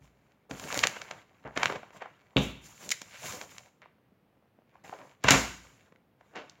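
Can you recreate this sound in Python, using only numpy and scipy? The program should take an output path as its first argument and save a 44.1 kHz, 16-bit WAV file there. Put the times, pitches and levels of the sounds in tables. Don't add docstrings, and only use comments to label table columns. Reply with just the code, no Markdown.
import sys
import numpy as np
from scipy import signal
from scipy.fft import rfft, irfft
from scipy.io import wavfile
from scipy.ndimage import uniform_filter1d

SR = 44100
rng = np.random.default_rng(int(sys.argv[2]) if len(sys.argv) > 2 else 0)


def generate_wav(sig):
    pcm = np.round(np.clip(np.atleast_2d(sig).T, -1, 1) * 32767).astype(np.int16)
    wavfile.write(sys.argv[1], SR, pcm)


N = 291060

# frequency in Hz, gain in dB.
MIC_RESPONSE = [(20, 10.5), (130, 4), (190, 5.5), (265, 5), (325, 0.5), (400, 3.5), (700, -1.5), (1350, -3),
                (2250, -0.5), (3300, -4), (5000, -4.5), (7300, 3), (7900, -13.5), (16000, -15.5)]


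def amp(db):
    return 10 ** (np.asarray(db) / 20)


def unit(x):
    return x / np.sqrt(np.mean(x ** 2) + 1e-20)


def read(points, hz):
    f, value = np.transpose(points)
    return np.interp(np.log(hz + 1), np.log(f + 1), value)


def add(mix, start_s, sound):
    part = mix[max(round(start_s * SR), 0):][:len(sound)]
    part += sound[:len(part)]


def placed(centre_s, level_db, sound):
    start_s = centre_s - len(sound) / 2 / SR
    return start_s, amp(level_db) * sound / np.linalg.norm(sound) * np.sqrt(SR / 100)


def colour(x, spectrum):
    hz = np.fft.rfftfreq(len(x), 1 / SR)
    gain = amp(read(spectrum, hz) + read(MIC_RESPONSE, hz))
    return irfft(rfft(x) * gain, len(x))


def causal(x, gain_of_hz):
    hz = abs(np.fft.fftfreq(len(x), 1 / SR)) + 1
    gain = gain_of_hz(hz) * amp(read(MIC_RESPONSE, hz))
    log_gain = np.log(np.maximum(gain, 1e-4))
    response = np.exp(np.conj(signal.hilbert(log_gain)))
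    return np.fft.ifft(np.fft.fft(x) * response).real


def panel(x, centre_hz, q, steep=1.3):
    def gain(hz):
        detuning = q * (hz / centre_hz - centre_hz / hz)
        return (1 + detuning ** 2 / steep) ** -steep
    return causal(x, gain)


def grains(per_s, spread_db, size):
    heights = amp(spread_db * np.minimum(rng.exponential(1, size), 4))
    signs = rng.choice([-1., 1.], size)
    slips = rng.random(size) < per_s / SR
    return unit(heights * signs * slips)


def cluster(decay_s, lead, size=4096):
    t = (np.arange(size) - size // 2) / SR
    swell = np.exp(-np.where(t < 0, -t / lead, t) / decay_s)
    z = rfft(rng.standard_normal(size) * swell)
    local_power = uniform_filter1d(abs(z) ** 2, size=70)
    flat = irfft(z / np.sqrt(local_power + 1e-12))
    return flat * np.minimum(1, 20 * swell)


def wander(corner_hz):
    hz = np.fft.rfftfreq(N, 1 / SR)
    return unit(irfft(rfft(rng.standard_normal(N)) / (1 + (hz / corner_hz) ** 2), N))


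def flexed(x, patchy_db):
    z = signal.stft(x, nperseg=512)[2]
    patches = uniform_filter1d(rng.standard_normal(z.shape), size=7, axis=0)
    patches = uniform_filter1d(patches, size=4, axis=1)
    gain = amp(patchy_db * unit(patches))
    return unit(signal.istft(z * gain, nperseg=512)[1][:N])


def room_tone():
    # frequency in Hz, relative density in dB.
    murmur_spectrum = [(20, -20), (50, -8), (100, -2.5), (140, 2), (300, -4.5), (600, -8.5), (1100, -15),
                       (2500, -21.5), (5000, -33), (8000, -40), (14000, -33.5)]
    hz = np.fft.rfftfreq(N, 1 / SR)
    murmur = irfft(rfft(rng.standard_normal(N)) * amp(read(murmur_spectrum, hz)), N)
    return amp(-68.5) * unit(murmur)


def room(x, size=256):
    # frequency in Hz, t60 in s.
    room_decay = [(60, 0.39), (160, 0.91), (420, 0.26), (1100, 0.5), (3000, .5), (8000, .5), (15000, 0.52)]
    overlap = size * 3 // 4
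    hz, t, z = signal.stft(x, SR, nperseg=size, noverlap=overlap)
    decay = amp(-60 * t[:600] / read(room_decay, hz)[:, None]) ** 2
    decay[:, :3] = 0
    decay = decay / decay.sum(1, keepdims=True)
    power = abs(signal.fftconvolve(abs(z) ** 2, decay, axes=1))[:, :len(t)]
    wash = signal.stft(rng.standard_normal(N), nperseg=size, noverlap=overlap)[2]
    wash = wash * np.sqrt(power / np.mean(abs(wash) ** 2))
    return signal.istft(wash, nperseg=size, noverlap=overlap)[1][:N]


def reflected(x, count=8):
    out = x.copy()
    delays_s = np.geomspace(.0012, .022, count) * rng.uniform(.85, 1.15, count)
    for delay_s in delays_s:
        add(out, delay_s, amp(-21.5) * rng.choice([-1., 1.]) * x)
    return out


def fingers():
    ticks = grains(per_s=14, spread_db=3, size=N)
    return amp(-79) * unit(panel(ticks, centre_hz=480, q=0.51))


def desk():
    # start in seconds, relative level in dB, contact time in s.
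    thump_rows = [(.01, -40, 0.015), (0.51, -41.5, 0.0011), (0.774, -42, 0.0021), (1.45, -42.5, 0.0033),
                  (1.565, -43, 0.0018), (2.362, -22.5, 0.00063), (2.376, -29.5, 0.0012),
                  (5.243, -21, 0.0074), (5.307, -21, 0.002), (5.344, -27, 0.0015)]
    # frequency in Hz, relative level in dB, t60 in s.
    mode_rows = [(58.8, -10, 0.59), (102, -13, 0.088), (138.9, -6.5, 0.27), (205.7, -13.5, 0.44),
                 (268.2, 0, 0.25), (374, -6.5, 0.43), (404, -2, 0.16), (534, -14, 0.18), (650, -13, 0.12),
                 (827, -3, 0.2)]
    pushes, t = np.zeros(N), np.arange(SR) / SR
    ring = np.zeros(SR)
    for hz, db, t60_s in mode_rows:
        ring += amp(db - 60 * t / t60_s) * np.sin(2 * np.pi * (hz * t + rng.random()))
    thud = unit(panel(rng.standard_normal(SR), centre_hz=277, q=0.45))
    thud = amp(-1) * thud * np.exp(-t / 0.048)
    for start_s, db, contact_s in thump_rows:
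        u = 2 * np.pi * t / contact_s
        push = u * np.exp(-u)
        add(pushes, start_s, amp(db) * push / push.sum())
    return signal.fftconvolve(pushes, ring + thud)[:N]


def clacks():
    # break time in seconds, level in dB before the mix trim, decay in s.
    clack_rows = [(2.368, -20.5, 0.00092), (2.373, -31, 0.0011)]
    # frequency in Hz, relative density in dB.
    clack_spectrum = [(500, -10.5), (1500, -10.5), (2100, -11), (2500, 1.5), (3900, 0.5), (4400, -11.5),
                      (5200, -30.5), (15000, -27)]
    out = np.zeros(N)
    for centre_s, db, decay_s in clack_rows:
        sound = causal(cluster(decay_s, lead=0.73), lambda hz: amp(read(clack_spectrum, hz)))
        add(out, *placed(centre_s, db, sound))
    return out


def bursts(rows, lead):
    out = np.zeros(N)
    for centre_s, db, hz, q, decay_s in rows:
        add(out, *placed(centre_s, db, panel(cluster(decay_s, lead), hz, q)))
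    return out


def slaps():
    # break time in seconds, level in dB before the mix trim, centre in Hz, sharpness Q, decay in s.
    slap_rows = [(2.378, -28.5, 750, 0.47, 0.0034), (2.384, -38, 1048, 0.16, 0.0055),
                 (5.2405, -34.5, 2487, .15, .0012), (5.2445, -25.5, 850, 0.47, 0.0019),
                 (5.2865, -14.5, 1486, 0.44, .003), (5.308, -15, 2520, .17, .002),
                 (5.3135, -22, 1210, 0.36, .002), (5.3215, -22, 2460, 0.25, .003)]
    return bursts(slap_rows, lead=0.67)


def strokes():
    # start, fastest moment
    # and end in seconds, rustle and hiss peak levels in dB before the later gains.
    stroke_rows = [(0, 0.047, 0.093, -69.5, -68), (0.093, 0.254, 0.44, -76.5, -82),
                   (0.493, 0.635, 0.85, -52, -47), (0.681, .76, 0.92, -41, -38.5),
                   (.9, 0.962, 1.21, -52.5, -57), (1.261, 1.507, 2.8, -67, -75),
                   (1.552, 1.66, 1.736, -43.5, -47.5), (1.923, 1.976, 1.975, -55, -58),
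                   (2.358, 2.433, 2.5, -54, -44), (2.61, 2.658, 2.824, -66.5, -51.5),
                   (2.752, 2.841, 2.99, -58.5, -48.5), (3.0, 3.195, 3.22, -59, -53),
                   (3.19, 3.265, 3.44, -49.5, -39.5), (3.47, 3.513, 3.67, -59.5, -54.5),
                   (4.668, 4.76, 4.83, -72, -86), (4.836, 4.835, 5.13, -57.5, -58.5),
                   (5.27, 5.32, 5.46, -40, -38), (5.61, 5.64, 5.88, -64, -62),
                   (6.19, 6.405, 6.68, -68.5, -74)]
    rustle_swell_db, hiss_swell_db = 9, 13
    grab_s, release_s = 0.0052, .03
    t, coarse, fine = np.arange(N) / SR, np.zeros(N), np.zeros(N)
    for start, fastest, end, rustle_db, hiss_db in stroke_rows:
        slowness = np.interp(t, [start, fastest, end], [1, 0, 1])
        contact = np.interp(t, [start, start + grab_s, end, end + release_s], [0, 1, 1, 0])
        coarse = np.hypot(coarse, contact * amp(rustle_db - rustle_swell_db * slowness))
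        fine = np.hypot(fine, contact * amp(hiss_db - hiss_swell_db * slowness))
    return coarse, fine


def sliding():
    # frequency in Hz, relative density in dB.
    rustle_spectrum = [(40, -20.5), (130, 1.5), (300, -4), (900, 7), (2200, -2), (3500, -10), (6000, -20),
                       (15000, -45.5)]
    hiss_spectrum = [(300, -29), (1500, -9.5), (3000, -5.5), (5000, -5.5), (7000, -4.5), (10000, -2),
                     (15500, -3)]
    coarse, fine = strokes()
    grip = wander(corner_hz=27)
    rustle = colour(grains(per_s=3100, spread_db=2.0, size=N), rustle_spectrum)
    rustle = flexed(rustle, patchy_db=5) * amp(5.0 + 0.73 * grip)
    hiss = colour(grains(per_s=10000, spread_db=1.5, size=N), hiss_spectrum)
    hiss = flexed(hiss, patchy_db=1.5) * amp(0.16 + 1.2 * grip)
    creases = grains(per_s=160, spread_db=3, size=N)
    crackle = amp(-2) * flexed(panel(creases, centre_hz=2000, q=.8), patchy_db=3)
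    return coarse * (rustle + crackle) + fine * hiss


def crinkles():
    patch_centres_hz = [650, 1210, 2300]
    patches = np.zeros(N)
    for hz in patch_centres_hz:
        patches += panel(grains(per_s=12, spread_db=1.5, size=N), hz, q=1.0)
    coarse, _ = strokes()
    return amp(-4) * coarse * unit(patches)


def flaps(size=32768):
    # peak time in seconds, level in dB before the swell and mix trim, centre in Hz, rise in s.
    flap_rows = [(0.519, -43.5, 533, 0.013), (.655, -42, 333, 0.012), (1.125, -49, 920, 0.01),
                 (1.463, -42, 749, 0.011), (1.566, -34.5, 1098, .003), (1.635, -36, 1110, 0.031),
                 (1.745, -43, 594, 0.042), (2.026, -43, 1014, 0.012), (2.885, -49, 298, 0.023),
                 (3.159, -49, 1810, 0.026), (3.266, -52, 573, 0.019), (3.346, -46, 530, 0.0093),
                 (3.422, -47.5, 660, 0.007), (3.825, -53.5, 1127, 0.0018), (4.94, -48, 600, 0.015),
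                 (5.02, -50.5, 720, .025), (5.251, -30, 1000, 0.0056), (5.311, -26.5, 1990, 0.03),
                 (5.347, -24, 1068, 0.014), (6.363, -39, 1504, 0.0055), (6.384, -40, 618, 0.022)]
    fall_s, q = .027, .45
    out, t = np.zeros(N), (np.arange(size) - size // 4) / SR
    for peak_s, db, hz, rise_s in flap_rows:
        buckles = grains(per_s=1600, spread_db=3, size=size)
        swell = np.exp(-np.where(t < 0, (t / rise_s) ** 2 / 2, t / fall_s))
        add(out, peak_s + t[0], amp(db) * unit(panel(buckles, hz, q, steep=5.0)) * swell)
    return out


def snaps():
    # break time in seconds, level in dB before the mix trim, centre in Hz, sharpness Q, decay in s.
    snap_rows = [(.3205, -72, 2600, 0.64, 0.00044), (.512, -38, 940, 0.24, 0.0016),
                 (.5981, -42, 1330, 0.091, 0.0012), (.6401, -44.5, 2060, 0.76, 0.0011),
                 (.7041, -38, 1130, 1.2, .0007), (.7267, -34, 1785, 0.31, 0.00049),
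                 (.7443, -34.5, 2030, 0.14, 0.00077), (.7759, -30.5, 900, 0.031, 0.0006),
                 (.7916, -28.5, 3680, 0.91, 0.00038), (.8387, -17, 1860, 0.59, 0.0033),
                 (.8529, -29.5, 863, .57, 0.0047), (.8716, -24.5, 2850, 0.31, 0.00026),
                 (.9669, -39, 1030, 0.53, 0.0048), (1.0175, -38.5, 1540, 0.35, 0.0014),
                 (1.1121, -36.5, 1130, .3, 0.0015), (1.4761, -43.5, 610, 0.42, 0.002),
                 (1.5756, -26.5, 902, 0.26, 0.0014), (1.6327, -21, 1100, 0.39, 0.0011),
                 (1.6578, -22.5, 1650, 0.56, 0.0002), (1.7005, -30, 730, 0.5, 0.0026),
                 (1.7244, -36, 950, 0.48, 0.00086), (1.7597, -34.5, 620, 0.32, 0.0069),
                 (1.8324, -44.5, 730, 0.72, 0.0011), (1.9064, -54.5, 800, 0.4, 0.00031),
                 (2.0225, -36.5, 890, 0.67, 0.0039), (2.0592, -41.5, 910, 1, 0.0039),
                 (2.892, -36.5, 6030, 0.46, 0.00046), (2.9059, -33.5, 4460, 0.41, 0.00009),
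                 (2.9179, -24, 4400, 0.39, 0.0027), (2.921, -30, 2160, 4.2, 0.00097),
                 (3.0183, -40.5, 1730, .14, 0.0015), (3.3249, -41.5, 1455, 0.15, .0014),
                 (3.4143, -39.5, 1470, 0.34, 0.00097), (3.5827, -44, 2500, 0.34, 0.00077),
                 (3.819, -55.5, 1385, 0.59, 0.00072), (3.859, -53, 910, 1.135, 0.00096),
                 (4.1217, -59.5, 250, 0.93, 0.0026), (4.5887, -59, 492, 0.8, .001),
                 (4.7559, -54, 848, 0.95, 0.0012), (4.8958, -44.5, 483, 0.32, 0.0004),
                 (4.9287, -37, 770, 1.5, 0.0026), (5.9238, -55.5, 456, 0.28, 0.0012),
                 (5.9607, -62.5, 1690, 0.95, 0.001), (6.2109, -56.5, 914, 0.68, 0.0014),
                 (6.3584, -44, 1200, 0.52, 0.0021), (6.4975, -51.5, 4550, 1.2, 0.0007)]
    return bursts(snap_rows, lead=0.93)


def scene():
    thump = amp(-2.0) * desk()
    clack = amp(-1.5) * clacks()
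    slap = amp(-0.53) * slaps()
    moving = amp(-0.63) * flaps() + amp(-3.0) * sliding()
    held = amp(-1.1) * snaps() + fingers() + crinkles()
    direct = held + moving + slap + clack + thump
    room_send = amp(-16) * held + amp(-8.5) * moving
    room_send += amp(-4.0) * slap + amp(-4.5) * clack + amp(-14) * thump
    return (reflected(direct + room(room_send)) + room_tone())[None]


def record(dry):
    bass_cut_hz, edge_hz = 54, 16000
    bass_cut = signal.butter(3, bass_cut_hz, "high", fs=SR, output="sos")
    heard = signal.sosfilt(bass_cut, dry)
    band_limit = signal.firwin(401, edge_hz, window=("kaiser", 9), fs=SR)
    return signal.oaconvolve(heard, band_limit[None], "same")


dry = scene()
out = record(dry)
generate_wav(out)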